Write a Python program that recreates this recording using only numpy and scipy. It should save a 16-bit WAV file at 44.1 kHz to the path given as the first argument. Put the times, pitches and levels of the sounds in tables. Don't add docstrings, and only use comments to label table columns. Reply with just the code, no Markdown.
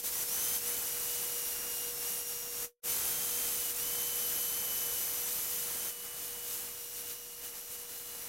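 import sys
import numpy as np
from scipy import signal
from scipy.fft import rfft, irfft, next_fast_len
from scipy.io import wavfile
from scipy.ndimage import uniform_filter1d

SR = 44100
rng = np.random.default_rng(int(sys.argv[2]) if len(sys.argv) > 2 else 0)


def elevation(decibels):
    levels = np.asarray(decibels, float)
    return 10 ** (levels / 20)


def put_to_file(sound):
    columns = np.atleast_2d(sound).T
    safe = np.clip(columns, -1, 1)
    whole_steps = np.round(safe * 32767)
    wavfile.write(sys.argv[1], SR, whole_steps.astype(np.int16))


N = 365148
TIME = np.arange(N) / SR


def curves(rows):
    s, *columns = np.transpose(rows)
    return [np.interp(TIME, s, c) for c in columns]


def bumps(rows):
    return sum(np.outer(size, np.clip(1 - abs(TIME - s) / half, 0, 1)) for s, half, *size in rows)


def swell(start, length, db):
    outside_s = np.maximum(start - TIME, TIME - start - length)
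    return db - 300 * np.clip(outside_s, 0, .5)


def unit(x):
    return x / np.sqrt(np.mean(np.atleast_2d(x)[0] ** 2))


def colour(x, shape):
    hz, db = np.transpose(shape)
    size = next_fast_len(N)
    bins = np.arange(1, size // 2 + 2) * SR / size
    gain = elevation(np.interp(np.log(bins), np.log(hz), db))
    return unit(irfft(rfft(x, size) * gain, size)[:, :N])


def walk(rate):
    hold = max(int(SR / rate), 2)
    steps = np.repeat(rng.standard_normal(N // hold + 1), hold)[:N]
    return unit(uniform_filter1d(uniform_filter1d(steps, hold), hold))


def tone(turns, db, wobble, rate, shiver_db):
    phase = 2 * np.pi * turns + wobble * walk(rate)
    side = elevation(-27) * np.cos(phase + 1.4 * walk(6))
    return np.sqrt(2) * elevation(db + shiver_db * walk(rate)) * np.array([np.sin(phase), side])


def breath(cycles, db, width_hz):
    phase = 2 * np.pi * cycles
    mid, side = (walk(width_hz) * np.sin(phase) + walk(width_hz) * np.cos(phase) for _ in range(2))
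    return elevation(db) * np.array([mid, elevation(-16.0) * side])


def puffs(turns, first, second, length, scatter_db, side_db):
    half_turn = (2 * turns).astype(int)
    scatter = elevation(scatter_db * rng.standard_normal(N))[half_turn]
    size = np.where(half_turn % 2, second, first) * scatter
    flare = 1 + size * np.exp(-(2 * turns % 1) / length)
    return flare * rng.standard_normal((2, N)) * elevation(np.array([[0], [side_db]]))


# moment of lowest speed in seconds, bar rate lost in Hz.
TRIGGER_SLIPS = [
    (.12, 400),
    (.27, 460.7),
    (.61, 450),
    (1.94, 170),
    (2.855, 440.5),
    (3.75, 500),
]


def slips(fall_s, rise_s, lead_s):
    late = [(TIME - s + lead_s, hz) for s, hz in TRIGGER_SLIPS]
    return sum(hz * np.where(t < 0, np.clip(1 + t / fall_s, 0, 1), np.exp(-abs(t) / rise_s)) for t, hz in late)


def power_lost():
    return slips(fall_s=.03, rise_s=.025, lead_s=.012) / 450


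# time in seconds, bar rate in Hz.
BAR_RATE = [(0, 2905), (.2, 3020), (.5, 3092), (.75, 3047), (.9, 2890), (1.23, 2925), (1.45, 2847),
            (2.0, 2858), (2.55, 2807), (2.66, 2873), (2.85, 3155), (3.4, 3153), (3.7, 2913), (3.85, 3062),
            (5.3, 2979), (6.5, 2938), (6.9, 2882), (8.28, 2910)]
# time in seconds, half length in seconds, bar rate change in Hz.
HAND_PRESSES = [(.165, .05, 120), (.24, 0.039, -70), (2.04, .06, -55), (1.51, 0.049, 40), (1.56, 0.11, -25),
                (2.1, .07, 65), (2.39, 0.046, 65), (3.06, 0.028, -90), (3.31, 0.079, -90),
                (4.14, 0.054, -35.5), (4.29, 0.098, -40), (4.58, 0.17, 30), (4.75, 0.059, -15),
                (5.1, 0.11, 25), (5.56, .03, 110.5), (5.82, .08, 100), (5.88, .06, 90), (7.1, 0.16, 18.5),
                (7.3, .1, -12), (7.5, 0.19, 15)]


def bars_passed():
    bar_hz = curves(BAR_RATE)[0] + bumps(HAND_PRESSES)[0]
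    bar_hz = bar_hz - slips(fall_s=.03, rise_s=.048, lead_s=0)
    return np.cumsum(bar_hz) / SR


# time in seconds, brush hiss in dB.
TRAVEL = [(0, -39), (.06, -35), (.22, -35), (.4, -34.5), (.7, -36), (.86, -37), (2.04, -38.5), (2.5, -42),
          (2.63, -38), (2.89, -36), (4.26, -38), (5.89, -39), (5.93, -46.5), (6.43, -43.5), (6.9, -46.5),
          (7.3, -49), (7.5, -46.5), (8.28, -45)]
# time and half length in seconds, level in dB.
WRIST_SWINGS = [(.022, .013, -15.5), (.56, .04, 2), (.69, .04, 2), (2.11, .1, 3), (2.25, 0.032, -4),
                (2.31, 0.055, 1), (2.89, .08, 2), (3.41, .12, 1.5), (4.36, .1, 1), (6.06, 0.035, 3.5),
                (6.13, 0.047, -0.5), (6.53, .15, 5), (6.24, .08, 1.5), (6.42, 0.027, -2.5),
                (6.74, 0.039, -1), (6.87, .04, 0), (7.0, .1, 3.5), (7.11, .06, 5.5), (7.36, .03, -3.5),
                (7.45, .04, 3.5), (7.51, 0.023, -1), (7.57, .035, 2.5), (7.65, 0.057, -3), (7.73, 0.048, 2),
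                (7.78, 0.023, -1), (7.87, .04, -3), (7.94, 0.021, -1), (8.04, 0.037, -2), (8.13, .06, -0.5),
                (8.22, 0.044, 0.5)]


def hiss_level():
    db = curves(TRAVEL)[0] + bumps(WRIST_SWINGS)[0] - 5.5 * power_lost()
    return uniform_filter1d(db, size=SR // 40)


def far_drone():
    return tone(93.5 * TIME, swell(6.36, .76, -72), wobble=.3, rate=10, shiver_db=3.5)


# time in seconds, level in dB.
HUM_LEVEL = [
    (0, -59),
    (.25, -59.5),
    (.62, -56.5),
    (2.04, -55),
    (2.65, -55.5),
    (3.05, -56.5),
    (3.5, -55.5),
    (5.8, -56),
    (8.28, -57.5),
]


def field_hum(shade_db):
    hum_db = curves(HUM_LEVEL)[0] + 0.43 * shade_db + 1.0 * walk(9)
    return tone(480.5 * TIME, hum_db, wobble=0.23, rate=25, shiver_db=-1.1)


# frequency in Hz, density in dB per Hz.
FOAM_RASP = [(18, -28), (30, 0.5), (100, -1.5), (300, -2), (800, -1.5), (1500, -1.5), (2400, -2),
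             (3500, -16.5)]


def blades(turns, hiss_db, shade_db):
    rasp = puffs(turns, first=1.33, second=1.0, length=0.23, scatter_db=2.0, side_db=-12.5)
    db = hiss_db - 12 - 0.14 * shade_db
    return colour(rasp, FOAM_RASP) * elevation(db + 0.7 * walk(12))


# frequency in Hz, density in dB per Hz.
CASING_RATTLE = [(1500, -27.5), (2600, -3), (3300, -1.5), (4200, -1), (5400, 0), (6500, -2), (8000, -27)]


def casing_rattle(turns, hiss_db, shade_db):
    knocks = puffs(turns, first=0.88, second=1.0, length=0.4, scatter_db=2.0, side_db=-13.0)
    return colour(knocks, CASING_RATTLE) * elevation(hiss_db - 10 - 0.099 * shade_db)


# start in seconds, length in seconds, Hz, level in dB.
PANEL_RINGS = [
    (.18, .05, 10050, -48),
    (.46, .08, 10050, -49),
    (.68, .04, 10050, -43),
    (2.16, .04, 10050, -45),
    (2.08, .6, 6600, -54),
    (6.8, .55, 5750, -60),
    (7.4, .52, 5750, -62),
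]


def panels():
    return sum(breath(hz * TIME, swell(s, length, db), width_hz=550) for s, length, hz, db in PANEL_RINGS)


# time in seconds, pitch in Hz, level in dB.
SLOT_WHISTLE = [
    (3.7, 12200, -70),
    (3.85, 12200, -46),
    (4.03, 11300, -46),
    (4.35, 12200, -41.5),
    (4.55, 11500, -45),
    (4.72, 11800, -43),
    (4.95, 11900, -45),
    (5.6, 12300, -48),
    (5.9, 12300, -75),
]


def slot_whistle():
    hz, db = curves(SLOT_WHISTLE)
    return breath(np.cumsum(hz) / SR, db + 1.5 * walk(14), width_hz=1700)


# start in seconds, length in seconds,
# multiple of the turns, level in dB.
ROTOR_ORDERS = [(1.1, .45, 40, -53), (2.07, .17, 40, -52), (7.3, .2, 40, -63), (.42, .15, 30, -53),
                (.68, .14, 30, -56), (2.07, .08, 30, -50), (2.15, .15, 30, -56), (3.25, .47, 30, -52),
                (5.75, .18, 30, -52), (5.93, .42, 30, -58), (.33, .1, 21, -52), (3.08, .14, 21, -57),
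                (7.05, .15, 14, -68), (7.65, .25, 14, -69), (7.92, .4, 14, -66), (8.03, .3, 12, -71),
                (5.6, .55, 4, -68)]


def rotor_orders(turns):
    total = 0
    for multiple in (40, 30, 21, 14, 12, 4):
        levels = [swell(s, length, db) for s, length, k, db in ROTOR_ORDERS if round(k) == multiple]
        total = total + tone(multiple * turns, np.max(levels, axis=0), wobble=.35, rate=150, shiver_db=1.5)
    return total


# frequency in Hz, density in dB per Hz.
BRUSH_SPARKS = [(7000, -29.5), (9000, -11), (10500, -4), (12000, -1), (14000, -2), (15800, -5.5)]
# frequency in Hz, density in dB per Hz.
AIR_RUSH = [(4000, -26.5), (5500, -5), (6500, 2.5), (8300, 1.5), (9800, -3.5), (11000, -7), (13000, -16)]


def brush_hiss(turns, hiss_db):
    gusts = puffs(turns, first=1.55, second=.75, length=.2, scatter_db=1.2, side_db=-14.6)
    sparks = colour(gusts, BRUSH_SPARKS) * elevation(0.04)
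    air = colour(gusts, AIR_RUSH) * elevation(-6.48)
    return (sparks + air) * elevation(hiss_db)


# time in seconds, phase wobble in radians.
BAR_CHATTER = [
    (0, .15),
    (2.3, .15),
    (2.5, .35),
    (3.3, .2),
    (6.1, .3),
    (6.35, 1.25),
    (7.6, 1.15),
    (7.9, .8),
    (8.1, .2),
]
# time in seconds, whine in dB, its octave in dB.
WHINE_LEVEL = [(.08, -70, -62), (.15, -59, -45), (.4, -54, -44.5), (.57, -52.5, -44.5), (.78, -56, -51.5),
               (1.25, -55, -52), (1.87, -52.5, -49.5), (2.12, -54.5, -49.5), (2.63, -61, -51.5),
               (3.0, -58, -54), (3.4, -55.5, -54), (3.95, -51.5, -51.5), (4.8, -51.5, -51), (5.3, -60, -51),
               (5.5, -58, -60), (6.55, -58.5, -71), (6.8, -63.5, -64), (8.28, -63, -68)]
# time in seconds, half length in seconds,
# whine change in dB, octave change in dB.
WHINE_GLINTS = [(.13, .03, 0, 6), (.63, .04, 3, -3), (.77, .06, 0, -8), (1.13, .13, 3.5, 0),
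                (1.97, .1, -10, -4), (2.9, .07, 1, 5), (3.1, .2, 2, 0), (3.2, .15, 0, 3), (3.36, .06, 0, 4),
                (3.78, .05, -2, 3), (5.55, .12, 0, 6), (5.72, .1, 0, 6), (5.82, .06, 0, 9),
                (5.88, .05, 2, 14), (7.08, .18, 5.5, 1), (7.47, .1, 4.5, 1), (7.65, .1, -3, -3),
                (7.9, .15, 0, 2), (8.15, .1, 3, -3), (8.23, .11, -3, 12)]


def bar_whine(bar):
    fuzz = curves(BAR_CHATTER)[0]
    whine_db, octave_db = curves(WHINE_LEVEL) + bumps(WHINE_GLINTS) - 16 * power_lost()
    whine = tone(bar, whine_db, wobble=fuzz, rate=170, shiver_db=1.3)
    octave = tone(2 * bar, octave_db, wobble=1.5 * fuzz, rate=200, shiver_db=1.3)
    return whine + octave


def motor(bar, turns, hiss_db, shade_db):
    flickering_db = hiss_db + 0.55 * walk(18)
    rattle = casing_rattle(turns, flickering_db, shade_db)
    air = slot_whistle() + brush_hiss(turns, flickering_db)
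    return rattle + panels() + air + rotor_orders(turns) + bar_whine(bar)


# time in seconds, knife gain in dB, hum gain in dB.
DROPOUT = [
    (2.648, -1, 1.5),
    (2.69, -23, -8),
    (2.72, -41, -18),
    (2.75, -60, -28),
    (2.8, -77, -42),
    (2.816, -80, -60),
    (2.822, -44, -32),
    (2.84, -2.5, -3),
    (2.852, 0.5, 0),
]


def scene():
    bar = bars_passed()
    turns = bar / 10
    hiss_db = hiss_level()
    shade_db = hiss_db + 37
    knife_fade_db, hum_fade_db = curves(DROPOUT)
    knife = far_drone() + blades(turns, hiss_db, shade_db) + motor(bar, turns, hiss_db, shade_db)
    mid, side = knife * elevation(knife_fade_db) + field_hum(shade_db) * elevation(hum_fade_db)
    return np.array([1.077 * mid + side, 1.038 * mid - side])


def roll_off(x):
    return signal.sosfilt(signal.butter(12, 17050, fs=SR, output="sos"), x)


def record(dry):
    top_cut = signal.ellip(12, .2, 80, 15860, fs=SR, output="sos")
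    offset = -.00026 * elevation(curves(DROPOUT)[1])
    mix = signal.sosfilt(top_cut, dry) + offset
    return roll_off(mix)


dry = scene()
out = record(dry)
put_to_file(out)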